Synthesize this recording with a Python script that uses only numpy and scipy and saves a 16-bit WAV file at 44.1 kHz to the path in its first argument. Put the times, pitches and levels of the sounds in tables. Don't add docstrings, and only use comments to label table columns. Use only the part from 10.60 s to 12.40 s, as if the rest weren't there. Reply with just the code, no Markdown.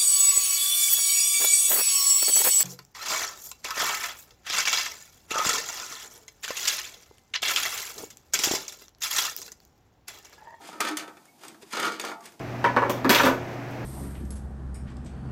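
import sys
import numpy as np
from scipy import signal
from scipy.fft import rfft, irfft, next_fast_len
from scipy.io import wavfile
from scipy.ndimage import map_coordinates

SR = 44100
rng = np.random.default_rng(int(sys.argv[2]) if len(sys.argv) > 2 else 0)


def master(y):
    cut = np.clip(np.atleast_2d(y).T, -1, 1)
    pcm = np.round(cut * 32767)
    wavfile.write(sys.argv[1], SR, pcm.astype(np.int16))


N = 79380

# nominal centre in Hz, contact t60 and
# room t60 in seconds, then gains in dB for the room's tail, the knocks, the rolling and the brushing.
REGISTERS = [(280, 0.053, 0.44, -13.5, -4, -7, -5), (1000, 0.064, 0.32, -16, -3, -4, -5.5),
             (3100, 0.052, 0.22, -13, -9, -1.5, -1.5), (9000, 0.035, 0.22, -17, 4, -10.5, -4.5)]


def knocks():
    # start in seconds, level in dB, then bass, middle and treble offsets in dB.
    impacts = [(.0875, -37, -3, -1, -27), (.128, -35, -5, -7, -19), (.2008, -35.5, -19, 8, -17),
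               (.2038, -14, -25.5, -12.5, -11.5), (.208, -19.5, -12, -18, -19),
               (.2495, -21, -12, -9.5, -16), (.2857, -30, -10, -5, -6.5), (.3114, -30, -25, 1, -16),
               (.3698, -19.5, -39, -16, -8), (.3844, -29, -9.5, -22, -11), (.4773, -37.5, -3, 0, -17.5),
               (.569, -42.5, -11, -1.5, -16.5), (.654, -54.5, 0, -2.5, -1), (.8343, -39.5, -22, -1.5, -10),
               (.850, -43, -27, 0, -7), (.881, -37, -20, -20, -7.5), (.9431, -49.5, 0, 2.5, -17),
               (1.0285, -45, -19, -20, -18), (1.1328, -21, -10, -6, -33), (1.169, -18, -18, -5, -23),
               (1.1977, -16.5, -17, -18, -16), (1.2278, -19, -19.5, -2.5, -21),
               (1.2525, -23.5, -4, -1, -14), (1.2784, -26, -6, 0, -21), (1.3198, -29, -13, -15, -17),
               (1.3965, -19.5, -18.5, -13.5, -14.5), (1.4125, -31, -28, -30, -11),
               (1.4375, -33, 2.5, 4.5, -28), (1.4485, -24, -18, -5.5, -14), (1.5157, -40.5, -11, 9, -13),
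               (1.606, -48.5, -5, -2, -5), (1.6555, -36.5, -16, -31, -7), (1.7202, -48, -7, -5, -8),
               (1.7938, -37, -26, -16, -19)]
    out, knock_db = np.zeros(N), np.transpose(REGISTERS)[4]
    for start, db, bass, middle, treble in impacts:
        gains = amp(db + np.array([bass, middle, 0, treble]) + knock_db)
        add(out, start, gains @ contact())
    return out


def roll_controls(treble_share=0.67):
    # time in seconds, rattle level, bass offset, brightness and push in dB,
    # centre of the push in Hz.
    rolls = [
        [(0, -48.5, 3, -5, -35.5, 683), (.105, -57.5, -2, 2, -62, 740), (.118, -63, -5, -11, -38, 930),
         (.14, -48, 5.5, -7, -44.5, 1030), (.195, -56.5, 10, -3, -46, 1080),
         (.212, -42.5, -16, 13, -18.5, 1200), (.24, -44.5, 9.5, 3.5, -39, 1270), (.275, -37, -1, 6, -26, 1280),
         (.29, -37.5, 5, -0.5, -28.5, 1160), (.303, -43, 4, -1, -34.5, 407), (.322, -44, 1, 0.5, -37.5, 327),
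         (.345, -60, 9, -2, -40.5, 303), (.39, -39.5, 1, 4, -65, 406), (.43, -42.5, 2.5, -7.5, -41, 730),
         (.46, -70, -3.5, -21, -43.5, 860), (.495, -44, 6, -10, -46, 940), (.53, -82, -8, -18, -44, 890)],
        [(1.122, -43, -10, 8, -35, 1190), (1.131, -51, -13, 0, -58, 1200), (1.15, -32, 3, 0.5, -30, 1200),
         (1.162, -43, -1, 0, -42, 1200), (1.185, -36.5, 3, -2, -28.5, 1140), (1.222, -31, -1.5, -6, -34, 1270),
         (1.231, -34.5, 6.5, 3, -21.5, 1350), (1.265, -37, -1.5, 3, -24, 1460), (1.30, -39, 3.5, -5, -35, 1350),
         (1.34, -46, 3, 4.5, -43, 1290), (1.385, -56.5, 9, 5.5, -52, 1180), (1.43, -46.5, 7, 4, -39, 900),
         (1.46, -39.5, 4.5, 0, -36, 905), (1.50, -39.5, 1.5, -1.5, -31.5, 970),
         (1.54, -45, -4, -14.5, -36, 870), (1.59, -71, -11, -12, -42, 830), (1.63, -52, 5, -16, -58, 800)],
    ]
    t, gain, push, centre = np.arange(N) / SR, 0, 0, 0
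    for roll in rolls:
        times, *columns = np.transpose(roll)
        db, bass, bright, push_db, hz = [np.interp(t, times, column) for column in columns]
        moving = (t >= times[0]) * (t <= times[-1])
        gain += moving * amp(db + np.array([bass, 0 * t, bright, treble_share * bright]))
        push += moving * amp(push_db)
        centre += moving * hz
    return gain, push, np.maximum(centre, 1)


def rolling():
    gain, _, _ = roll_controls()
    roll_db = np.transpose(REGISTERS)[5, :, None]
    return rattle(gain * amp(roll_db), per_s=520, scatter_db=2)


def can_ring(blows, grip_change_s=1, push_octaves=0.41, decay_scale=0.44, struck_db=-1.5, waver_per_s=35):
    # frequency in Hz, gain in dB before and after the grip changes, and a time in seconds
    modes = [(306.4, 2.5, -7, 0.15), (404, -7, -6.5, 0.07), (468.3, -18, -3.5, 0.28), (689, -12, -11, 1),
             (798, -13.5, -12.5, 0.1), (880, -15.5, -14.5, 0.99), (913.4, -13, -15, 0.79),
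             (959, -13.5, -18, 0.21), (1157, -13.5, -12, 0.83), (1224, -11.5, -16.5, 0.1),
             (1255, -7.5, -11, 0.094), (1300, -5.5, -8.5, 0.56), (1404, -14.5, -6.5, 0.34),
             (1437, -29, -14, 0.13), (1530, -10, -29, 1), (1606, -13, -17.5, 0.15), (1804, -7, -29, .35),
             (1891, -18, -20, 0.52), (2137, -30, -30, 1), (2253, -10, -6.5, 0.37), (2376, -12.5, -24, 0.22),
             (2390, -6.5, -13, 0.12), (2618, -12, -27, 0.22), (3555, -7.5, -8.5, 0.092),
             (3827, -20, -28, 0.21), (4500, -9, -11, 0.07)]
    t, out = np.arange(N) / SR, np.zeros(N)
    _, push, centre = roll_controls()
    for hz, before_db, after_db, decay in modes:
        octave = signal.butter(2, [hz / np.sqrt(2), hz * np.sqrt(2)], "band", fs=SR, output="sos")
        struck = amp(struck_db) * signal.sosfilt(octave, blows)
        rolled = push * np.exp(-.5 * (np.log2(hz / centre) / push_octaves) ** 2)
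        retained = amp(-60 / (decay_scale * decay * SR)) ** 2
        energy = signal.lfilter([1 - retained], [1, -retained], struck ** 2 + rolled ** 2)
        phasor = np.exp(2j * np.pi * rng.random())
        waver = .35 * (wobble(waver_per_s) + 1j * wobble(waver_per_s))
        tone = np.real((phasor + waver) * np.exp(2j * np.pi * hz * t))
        out += amp(np.where(t < grip_change_s, before_db, after_db)) * np.sqrt(np.abs(energy)) * tone
    return out


def contact(size=32768, attack_s=0.00089, ripple_db=3.5, ripple_hz=127.9):
    # frequency in Hz, gain in dB.
    chute = [(60, -59), (120, -21), (160, -6), (222, 0.5), (272, -8), (330, 9), (410, 0.5), (510, 0),
             (620, 1), (820, -0.5), (1080, 1.5), (1320, 1), (1680, -2), (1900, -2.5), (2040, -4),
             (2350, -5), (2800, -7), (3500, -6.5), (4200, -11), (4900, -6.5), (5600, -11), (6500, -7),
             (7600, -11), (9000, -10), (10500, -16), (13000, -16.5), (15500, -23)]
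    crossovers = [487, 1724, 5370]
    hz, t = np.fft.rfftfreq(size, 1 / SR), np.arange(size) / SR
    power_below = [0 * hz] + [1 / (1 + (hz / edge) ** 8) for edge in crossovers] + [1 + 0 * hz]
    bands = np.sqrt(np.abs(np.diff(power_below, axis=0)))
    ripple = ripple_db * map_coordinates(rng.standard_normal(600), [hz / ripple_hz], mode="wrap")
    white = rfft(rng.standard_normal((len(REGISTERS), size)))
    noise = unit(irfft(white * bands * amp(along(chute, hz) + ripple)))
    _, clack_t60, room_t60, room_db = np.transpose(REGISTERS)[:4, :, None]
    decay = np.hypot(amp(-60 * t / clack_t60), amp(room_db - 60 * t / room_t60))
    envelope = decay * (1 - np.exp(-t / attack_s))
    return unit(noise * envelope) * np.sqrt(np.mean(envelope ** 2, axis=1, keepdims=True))


def rattle(gain, per_s, scatter_db, spots=4, count=4000):
    out = np.zeros(N)
    for _ in range(spots):
        times = np.cumsum(np.exp(.6 * rng.standard_normal(count))) * spots / per_s
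        signs = rng.choice([-1, 1], count)
        strengths = amp(scatter_db * np.minimum(rng.standard_normal(count), 1.18))
        ticks = np.bincount((times * SR).astype(int).clip(0, N), signs * strengths, N + 1)[:N]
        response = contact()
        response /= np.linalg.norm(response, axis=1, keepdims=True)
        out += signal.fftconvolve(unit(ticks) * gain, response, axes=1).sum(0)[:N]
    return out / np.sqrt(spots)


def pings(size=8192, roughness=0.79, knots_per_cycle=.04, attack_s=.001):
    # start in seconds, frequency in Hz, level in dB, t60 in seconds.
    notes = [(.087, 774, -36, 0.081), (.207, 423, -28.5, 0.093), (.836, 10500, -54, .04),
             (0.88, 8290, -41, 0.041), (.68, 2220, -61.5, 0.18), (1.016, 10700, -59, 0.026),
             (1.03, 400, -43.5, 0.072), (1.321, 6200, -47, 0.034), (1.413, 6700, -32, .03)]
    out, t = np.zeros(N), np.arange(size) / SR
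    for start, hz, db, t60 in notes:
        real, imag = [map_coordinates(knots, [t * hz * knots_per_cycle], mode="wrap")
                      for knots in rng.standard_normal((2, 200))]
        tone = np.imag((1 + roughness * (real + 1j * imag)) * np.exp(2j * np.pi * hz * t))
        envelope = amp(db - 60 * t / t60) * (1 - np.exp(-t / attack_s))
        add(out, start, tone * envelope)
    return out


def brushing():
    # peak time in seconds, rise and fall in seconds per 20 dB, level in dB, bass offset in dB.
    strokes = [(0.076, .1, .09, -47, -11), (.68, 0.45, 0.033, -66.5, 2), (0.844, 0.074, 0.073, -48.5, 1.5),
               (0.894, 0.036, 0.045, -58, 12), (1.026, 0.016, 0.01, -46, 3), (1.075, 0.082, .06, -61.5, 4),
               (1.128, 0.034, 0.021, -37.5, -13), (1.653, 0.053, 0.071, -47.5, 0),
               (1.743, .03, 0.064, -70, 16), (.95, 0.055, 0.051, -66, 2)]
    t, gain = np.arange(N) / SR, 0
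    for peak, rise, fall, db, bass in strokes:
        swell_db = db - 20 * np.maximum((peak - t) / rise, (t - peak) / fall)
        gain += amp(swell_db + np.array([bass, bass / 2, 0, 0])[:, None])
    brush_db = np.transpose(REGISTERS)[6, :, None]
    return rattle(gain * amp(brush_db), per_s=2500, scatter_db=12.5)


def room_tone(rms_db=-60):
    # frequency in Hz, relative level in dB.
    spectrum = [(25, -21), (50, -26), (64, -20), (78, -4), (96, -10), (120, -5), (170, -3), (240, 1.5),
                (350, -6.5), (480, -13.5), (680, -4), (900, -3.5), (1300, -20), (2500, -20), (6700, -17.5),
                (10000, -21), (15000, -21.5)]
    colour = amp(along(spectrum, np.fft.rfftfreq(N, 1 / SR)))
    return amp(rms_db) * unit(irfft(rfft(rng.standard_normal(N)) * colour, N))


def low_cut(x, cutoff_hz=126):
    return signal.sosfilt(signal.butter(5, cutoff_hz, "high", fs=SR, output="sos"), x)


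def amp(db):
    return 10 ** (np.asarray(db) / 20)


def unit(x):
    return x / np.sqrt(np.mean(x ** 2, axis=-1, keepdims=True) + 1e-20)


def along(points, hz):
    frequencies, values = np.transpose(points)
    return np.interp(np.log(hz + 1), np.log(frequencies + 1), values)


def wobble(knots_per_s):
    return map_coordinates(rng.standard_normal(400), [np.arange(N) * knots_per_s / SR], mode="wrap")


def add(track, start_s, sound):
    i = int(max(start_s, 0) * SR)
    track[i:i + len(sound)] += sound[:N - i]


def scene():
    blows = knocks() + rolling()
    objects = blows + can_ring(blows) + pings() + brushing()
    return (low_cut(objects) + room_tone())[None]


def record(dry, top_hz=15350):
    size = next_fast_len(N + SR // 2)
    passband = np.fft.rfftfreq(size, 1 / SR) < top_hz
    return irfft(rfft(dry, size) * passband, size)[..., :N]


dry = scene()
out = record(dry)
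master(out)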